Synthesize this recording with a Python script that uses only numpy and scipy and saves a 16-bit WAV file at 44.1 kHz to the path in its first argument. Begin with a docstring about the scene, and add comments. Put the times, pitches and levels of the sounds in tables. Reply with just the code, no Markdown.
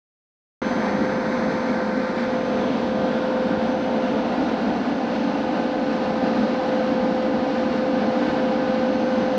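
"""Pellet burner in a yard

Turbulent combustion roars in a resonant fire tube, under the broadband rush of the flame's jet. A blower hums
at its blade-passing frequency and its motor whines faintly. The sound begins abruptly; a close, hand-held
microphone drifts: the tones swell and fade, and echoes comb the flame's noise differently."""
import sys
import numpy as np
from scipy import signal
from scipy.fft import rfft, irfft
from scipy.io import wavfile
from scipy.ndimage import uniform_filter1d

SR = 44100
rng = np.random.default_rng(int(sys.argv[2]) if len(sys.argv) > 2 else 0)


def wav_out(sig):
    """Save sig, one row per channel (or a flat mono array), as 16-bit PCM at SR to the path in sys.argv[1]."""
    wavfile.write(sys.argv[1], SR, np.round(np.clip(np.atleast_2d(sig).T, -1, 1) * 32767).astype(np.int16))


N = 413658
T = np.arange(N) / SR
FREQS = np.fft.rfftfreq(N, 1 / SR)


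def amp(db):
    """Amplitude ratio of a level in decibels."""
    return 10 ** (np.asarray(db) / 20)


def unit(x):
    """Normalisation to rms 1."""
    return x / np.sqrt(np.mean(x ** 2) + 1e-20)


def follow(rows):
    """Linear interpolation in time of each column after the first."""
    times, *columns = np.transpose(rows)
    return [np.interp(T, times, column) for column in columns]


def swell(centre_s, half_s, db):
    """A Gaussian rise and fall of level, in dB."""
    return db * np.exp(-((T - centre_s) / half_s) ** 2)


def waver(rate_hz):
    """Random fluctuation of rms 1: noise low-passed at the given rate."""
    t = np.arange(0, N / SR, 1 / 500)
    f = np.fft.rfftfreq(len(t), t[1])
    slow = irfft(rfft(rng.standard_normal(len(t))) / (1 + (f / rate_hz) ** 2), len(t))
    return np.interp(T, t, unit(slow))


def tone(hz, db):
    """A sinusoid at an rms level; its phase is the integral of its frequency."""
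    cycles = np.cumsum(hz * np.ones(N)) / SR + rng.random()
    return np.sqrt(2) * amp(db) * np.sin(2 * np.pi * cycles)


def filtered(x, edges_hz, kind, order=3):
    """Zero-phase filtering: one pass forward, one backward."""
    return signal.sosfiltfilt(signal.butter(order, edges_hz, kind, fs=SR, output="sos"), x)


def evened(x, span_s, share=0.85):
    """Envelope compression: short-term power is drawn toward its two-second mean."""
    short, slow = (uniform_filter1d(x ** 2, int(s * SR)) + 1e-20 for s in (span_s, 2))
    return x * (slow / short) ** (share / 2)


# Each row: time in seconds, microphone place on a scale from 0 to 2.
MICROPHONE_PATH = [(2.05, 0.04), (2.65, 1), (3.8, 0.9), (5, 2.02)]

def place():
    """The microphone's position as it drifts through the sound field."""
    return np.clip(follow(MICROPHONE_PATH)[0], 0, 2)


def drifted(first, last):
    """Linear interpolation between a value at place 0 and one at place 2."""
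    return first + (last - first) * place() / 2


def coloured(noise, table, band_hz):
    """Spectrum depends on position: a crossfade of three shapings, each of rms 1 in the band."""
    hz, *spectra = np.transpose(table)
    bandpass = signal.butter(6, band_hz, "bandpass", fs=SR, output="sos")
    heard = np.zeros(N)
    for k, db in enumerate(spectra):
        gain = amp(np.interp(np.log(FREQS + 1), np.log(hz), db))
        shaped = irfft(rfft(noise) * gain, N)
        nearness = np.maximum(1 - abs(place() - k), 0)
        heard += nearness * shaped / np.std(signal.sosfilt(bandpass, shaped))
    return heard


# Each row: centre and half length in seconds, low and high edge in Hz, level in dB.
TREBLE_HISSES = [(.72, .18, 9500, 12500, -77.5), (3.798, .42, 9000, 10700, -88),
                 (3.85, .05, 8000, 10500, -80)]

def treble_hiss():
    """Band-limited noise: a faint treble hiss is heard as the sound opens; a fainter hiss is heard later."""
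    hiss = np.zeros(N)
    for s, half_s, low, high, db in TREBLE_HISSES:
        noise = unit(filtered(rng.standard_normal(N), (low, high), "bandpass"))
        hiss += noise * amp(db) * np.exp(-((T - s) / half_s) ** 4)
    return hiss


# The whine along the microphone's path. Each row: time in seconds, level in dB.
WHINE_LEVELS = [(.62, -53.5), (.75, -55), (.98, -59), (1.15, -58), (1.6, -58.5), (1.97, -67), (2.09, -65),
                (2.21, -69.5), (2.38, -60), (2.5, -62), (2.61, -59.5), (2.78, -64.5), (3.1, -68.5),
                (3.57, -84), (3.7, -63.5), (4.22, -63.5), (4.33, -81.5), (4.45, -61), (4.6, -75.5),
                (4.72, -68.5), (4.85, -78.5), (4.97, -62.5), (5.08, -70.5), (5.18, -62.5), (5.4, -71.5),
                (6.4, -73.5), (7.3, -80.5), (8.7, -76), (8.92, -64.5), (9.3, -61.5)]
# The motor's side tones. Each row: frequency in Hz, level in dB.
MOTOR_TONES = [(2063, -60), (2578, -66), (3094, -67), (4125, -70), (5867, -77), (5955, -72), (5999, -78),
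               (6043, -76), (6088, -78), (6175, -79), (6219, -79), (7074, -85)]

def motor(whine_hz=6131.5):
    """An uneven sound field: a thin whine and its side tones vary with the microphone's place."""
    wander_hz = 1.1 * waver(rate_hz=3)
    whine_db = follow(WHINE_LEVELS)[0]
    side_db = 0.15 * (whine_db - whine_db.mean())
    whine = tone(whine_hz + wander_hz, whine_db + 0.7 * waver(rate_hz=5))
    sides = sum(tone(hz + wander_hz, db + side_db + 2 * waver(rate_hz=2.2)) for hz, db in MOTOR_TONES)
    return whine + sides


# Each row: blower tone in Hz, centre and half length in seconds, lift in dB.
TONE_SPOTS = [(559.5, 2.7, .7, 4), (570.8, 4.3, .3, 5), (570.8, 8.4, 1, -4), (814.3, 4.7, .8, -5),
              (861.8, 4.15, .25, 7), (861.8, 5.45, .4, 4.5), (861.8, 7.55, .55, -7), (908.8, 3.7, .9, 4.5),
              (1205.6, 3.7, .4, -8), (1205.6, 5.7, 1, -3), (1031.2, 4, .6, -5), (1546.8, 4.25, .4, -8),
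              (1546.8, 8.4, .35, 3)]

def spots(tone_hz):
    """Interference gives a blower tone its own loud and dead spots; returns the lift in dB."""
    return sum(swell(s, half_s, db) for hz, s, half_s, db in TONE_SPOTS if abs(hz - tone_hz) < 1)


# Each row: frequency in Hz, level in dB at place 0 and at place 2.
MACHINE_TONES = [(46.9, -61, -61), (559.5, -41, -51), (570.8, -52, -42), (814.3, -55, -40),
                 (861.8, -52, -44.5), (908.8, -43.5, -47.5), (1075, -56, -55), (1205.6, -46.5, -49.5)]

def machine_hum():
    """A line spectrum: the blower's low shaft hum and weak, wavering tones, some evenly spaced."""
    hum = np.zeros(N)
    for hz, first, last in MACHINE_TONES:
        wander_hz = 0.32 * waver(rate_hz=1.53)
        hum += tone(hz + wander_hz, drifted(first, last) + spots(hz) + waver(rate_hz=3.4))
    return hum


# The fundamental through its loud and dead spots. 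Each row: time in seconds, level in dB.
BLADE_LEVELS = [(0.62, -32), (1.05, -28.5), (2.55, -28), (2.76, -32.5), (2.97, -25.5), (3.4, -26),
                (4.1, -29), (4.45, -36), (4.57, -32.5), (4.84, -39), (5.1, -32.5), (5.8, -29.5),
                (6.1, -28.8), (6.8, -26.5), (7.8, -27), (8.3, -26), (9.37, -25)]
# Harmonics 2 and 3. Each row: level in dB at place 0 and at place 2, share of the fundamental's swell.
BLADE_OVERTONES = [(-44.5, -50.5, 0.21), (-44, -49.5, .35)]

def blades(passing_hz=515.6):
    """The blower's blades chop the air periodically, giving harmonics of the blade-passing rate."""
    hz = passing_hz * (1 + 0.0004 * waver(rate_hz=2))
    blade_db = follow(BLADE_LEVELS)[0]
    swell_db = blade_db - blade_db.mean()
    overtones_db = [drifted(first, last) + share * swell_db for first, last, share in BLADE_OVERTONES]
    return sum(tone(k * hz, db + spots(k * passing_hz) + 0.77 * waver(rate_hz=4.7))
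               for k, db in enumerate([blade_db, *overtones_db], 1))


# Each row: delay in milliseconds at place 0 and at place 2, then amplitude ratio at each.
REFLECTIONS = [(4.28, 4.01, .07, .31), (5.8, 5.8, .19, .1)]

def echoed(x):
    """Comb filtering: dulled reflections from two near surfaces interfere with the direct sound."""
    dull = filtered(x, 3500, "lowpass", order=1)
    paths = [(drifted(*row[:2]), drifted(*row[2:])) for row in REFLECTIONS]
    return x + sum(strength * np.interp(T - delay_ms / 1000, T, dull) for delay_ms, strength in paths)


# A bright band and a narrower ring in the rush. Each row: time in seconds, centre in Hz, lift in dB.
BRIGHT_BAND = [(.62, 3180, 5.5), (1.3, 3140, -3.5), (2.1, 3100, -1), (2.5, 3400, 1), (3.5, 3150, 0),
               (4.1, 2830, 3.5), (4.5, 2650, 1.5), (5.4, 2760, 3), (6.4, 2780, 1.5), (7.3, 2830, 1.5),
               (9.3, 2860, 3)]
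RING_BAND = [(2.95, 1450, -1.5), (3.35, 1440, 4), (3.8, 1440, 1.5), (4.6, 1390, 3), (5.4, 1510, 2),
             (6, 1550, .5), (9.3, 1555, 2.5)]

def sliding_bands(x):
    """Heterodyne filtering lifts or lowers two bands that slide as the microphone moves."""
    for rows, width_hz in ((BRIGHT_BAND, 240), (RING_BAND, 91)):
        hz, lift_db = follow(rows)
        carrier = np.exp(2j * np.pi * np.cumsum(hz) / SR)
        pole = np.exp(-np.pi * width_hz / SR)
        baseband = signal.filtfilt([1 - pole], [1, -pole], x / carrier)
        band = 2 * (carrier * baseband).real
        x = x + band * (amp(lift_db) - 1)
    return x


# Each row: frequency in Hz, relative spectral density in dB at places 0, 1 and 2.
RUSH_SPECTRUM = [(25, -33, -26.5, -33), (915, 18, 15.5, 12), (1210, 11.5, 10.5, 11.5), (1460, 16, 14.5, 13),
                 (1950, 11, 6.5, 7), (2300, 7.5, 5.5, 5), (2810, -4.5, 3, 3), (3440, -2, 3, 0.6),
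                 (4310, -0.5, -0.5, 1), (5680, -10, -9.5, -9), (6620, -19, -18, -17),
                 (7870, -24, -25.5, -26.5), (9840, -42, -40.5, -40.5), (12000, -40.5, -43, -41.5),
                 (14000, -48, -50, -52)]

def rush(flare_db):
    """Jet turbulence radiates broadband noise, which here grows slowly louder."""
    noise = coloured(rng.standard_normal(N), RUSH_SPECTRUM, band_hz=(3300, 5600))
    return noise * amp(-47 + 0.0823 * T + flare_db)


# Each row: centre and width in Hz, lift in dB.
TUBE_RESONANCES = [(90, 23, 4.5), (143, 21, 2.5), (212, 23, 1.5), (242, 18, 1), (291.6, 27, 4),
                   (389, 11, -1), (444.6, 75, 5.5), (536, 36, -6), (628, 28, 3.5), (773, 34, 2.5),
                   (1170, 30, -1)]

def tube(noise):
    """Standing waves in the fire tube reinforce some bands and hollow out others."""
    lift_db = sum(db / (1 + (2 * (FREQS - hz) / width) ** 2) for hz, width, db in TUBE_RESONANCES)
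    return irfft(rfft(noise) * amp(lift_db), N)


# Each row: centre and half length in seconds, lift in dB.
FLAME_SURGES = [(.85, 0.13, 3.3), (1.45, .08, 1.5), (1.77, .07, 1.7), (2.05, .17, -2), (2.3, .1, 0),
                (2.62, .1, 1.3), (3.02, 0.053, 4.5), (3.35, .06, 1.5), (3.71, 0.058, 4.5), (3.94, 0.065, 4),
                (4.33, 0.18, 3.5), (4.72, 0.063, 3), (5.03, .08, 0.5), (5.33, .07, 0.5),
                (5.566, 0.066, 2.7), (5.9, 0.06, -2.5), (6.22, 0.13, 2.5), (6.72, .14, 1.7),
                (7.05, 0.066, 2), (7.42, 0.09, 1), (7.73, .07, -2), (8.08, 0.057, 4), (8.26, .06, -0.5),
                (8.42, .08, 2), (9.323, 0.061, 2.2)]

def surging(x, rest_db=-1):
    """Amplitude modulation of one band: the tube mouth's hollow note surges and sinks with the flame."""
    hollow = filtered(x, (570, 950), "bandpass")
    lift_db = rest_db + sum(swell(s, half_s, db) for s, half_s, db in FLAME_SURGES)
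    return x - hollow + evened(hollow, span_s=0.16) * amp(lift_db)


# Each row: frequency in Hz, relative spectral density in dB at places 0, 1 and 2.
ROAR_SPECTRUM = [(22, -46.5, -49.5, -48.5), (45, -26, -29, -31.5), (80, -23, -21.5, -21.5),
                 (111, -23.5, -23.5, -22), (177, -12.5, -13, -12.5), (210.6, -0.5, -4, -3.5),
                 (246, 0.5, -2.5, -2), (299, -7.5, -8.5, -5.5), (347, -11, -12, -9.5),
                 (490, -14, -16, -16.5), (580, -13, -12, -10.5), (795, -15, -15.5, -13),
                 (1130, -33.5, -27, -27.5), (14000, -130, -130, -130)]
# Puffs of fuel catch, or the fire starves. Each row: centre in seconds, lift in dB.
FUEL_PUFFS = [(.77, 2.5), (.95, 2), (1.02, 5), (1.12, -1), (1.19, 2.5), (1.235, -3.5), (1.29, 3),
              (1.35, -1), (1.4, 2.5), (1.48, 3), (1.61, -1), (1.71, 3.5), (1.98, 4.5), (2.05, -2),
              (2.13, -2.5), (2.24, -1), (2.44, -2.5), (2.72, 2.5), (3.01, 3.5), (3.25, -3.5), (3.51, 3.5),
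              (3.68, 2), (3.95, 1.5), (4.16, 2.5), (4.35, -2.5), (4.41, 4.5), (4.68, 3.5), (4.92, 1.5),
              (4.99, -1.5), (5.09, -2), (5.26, 3), (5.63, 0), (5.72, -3.8), (5.86, 1.5), (6.04, -3),
              (6.25, 3.5), (6.34, 1.5), (6.41, 6.5), (6.63, -5.5), (6.93, 3.5), (7.05, 3), (7.12, 3),
              (7.21, -2.8), (7.28, 1.5), (7.37, 3.5), (7.54, -2), (7.67, 1.5), (7.96, 4.5), (8.08, 3.5),
              (8.22, 1.5), (8.29, 2.5), (8.45, 3), (8.59, 1.5), (8.82, 1.5), (8.91, 3.5), (9.02, 3.5),
              (9.2, 4)]

def roar(flare_db, puff_half_s=0.035):
    """Combustion noise excites the tube; puffs swell its low boom, flares the range above."""
    noise = coloured(tube(rng.standard_normal(N)), ROAR_SPECTRUM, band_hz=(120, 420))
    boom = filtered(noise, 400, "lowpass")
    upper = (noise - boom) * amp(0.92 * flare_db)
    puff_db = sum(swell(s, puff_half_s, db) for s, db in FUEL_PUFFS)
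    boom = evened(boom, span_s=0.07) * amp(-0.5 - 0.0974 * T + puff_db)  # slowly weakens
    return (boom + upper) * amp(-25 - 0.0027 * T)


# Longer flares of the jet. Each row: centre in seconds, lift in dB.
JET_FLARES = [(.78, 1), (1.4, 0.8), (2.6, 0.6), (3.4, 0.8), (4.15, 0.4), (4.55, 1), (5.38, 0.5), (6.3, 1),
              (6.75, 1), (7.6, -0.2), (8.2, 1.5)]

def flame(flare_half_s=0.2):
    """Common modulation: one turbulent flame makes roar and rush flutter and flare together."""
    flutter = waver(rate_hz=6.8)
    flare_db = sum(swell(s, flare_half_s, db) for s, db in JET_FLARES)
    return roar(flare_db) * amp(0.34 * flutter) + rush(flare_db) * amp(0.63 * flutter)


def scene():
    """Superposition of flame, blower and motor at one microphone, with a faint treble hiss."""
    fire = sliding_bands(echoed(surging(flame())))
    return (fire + blades() + machine_hum() + motor() + treble_hiss())[None]


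def record(dry):
    """Gating and band limiting: the sound starts within a millisecond and the highest treble is cut."""
    open_s, edge_hz = 0.617, 14300
    gate = np.clip((T - open_s) / 0.001, 0, 1)
    lowpass = signal.firwin(511, edge_hz, window=("kaiser", 9), fs=SR)
    return signal.oaconvolve(dry * gate, lowpass[None], "same")


dry = scene()
out = record(dry)
wav_out(out)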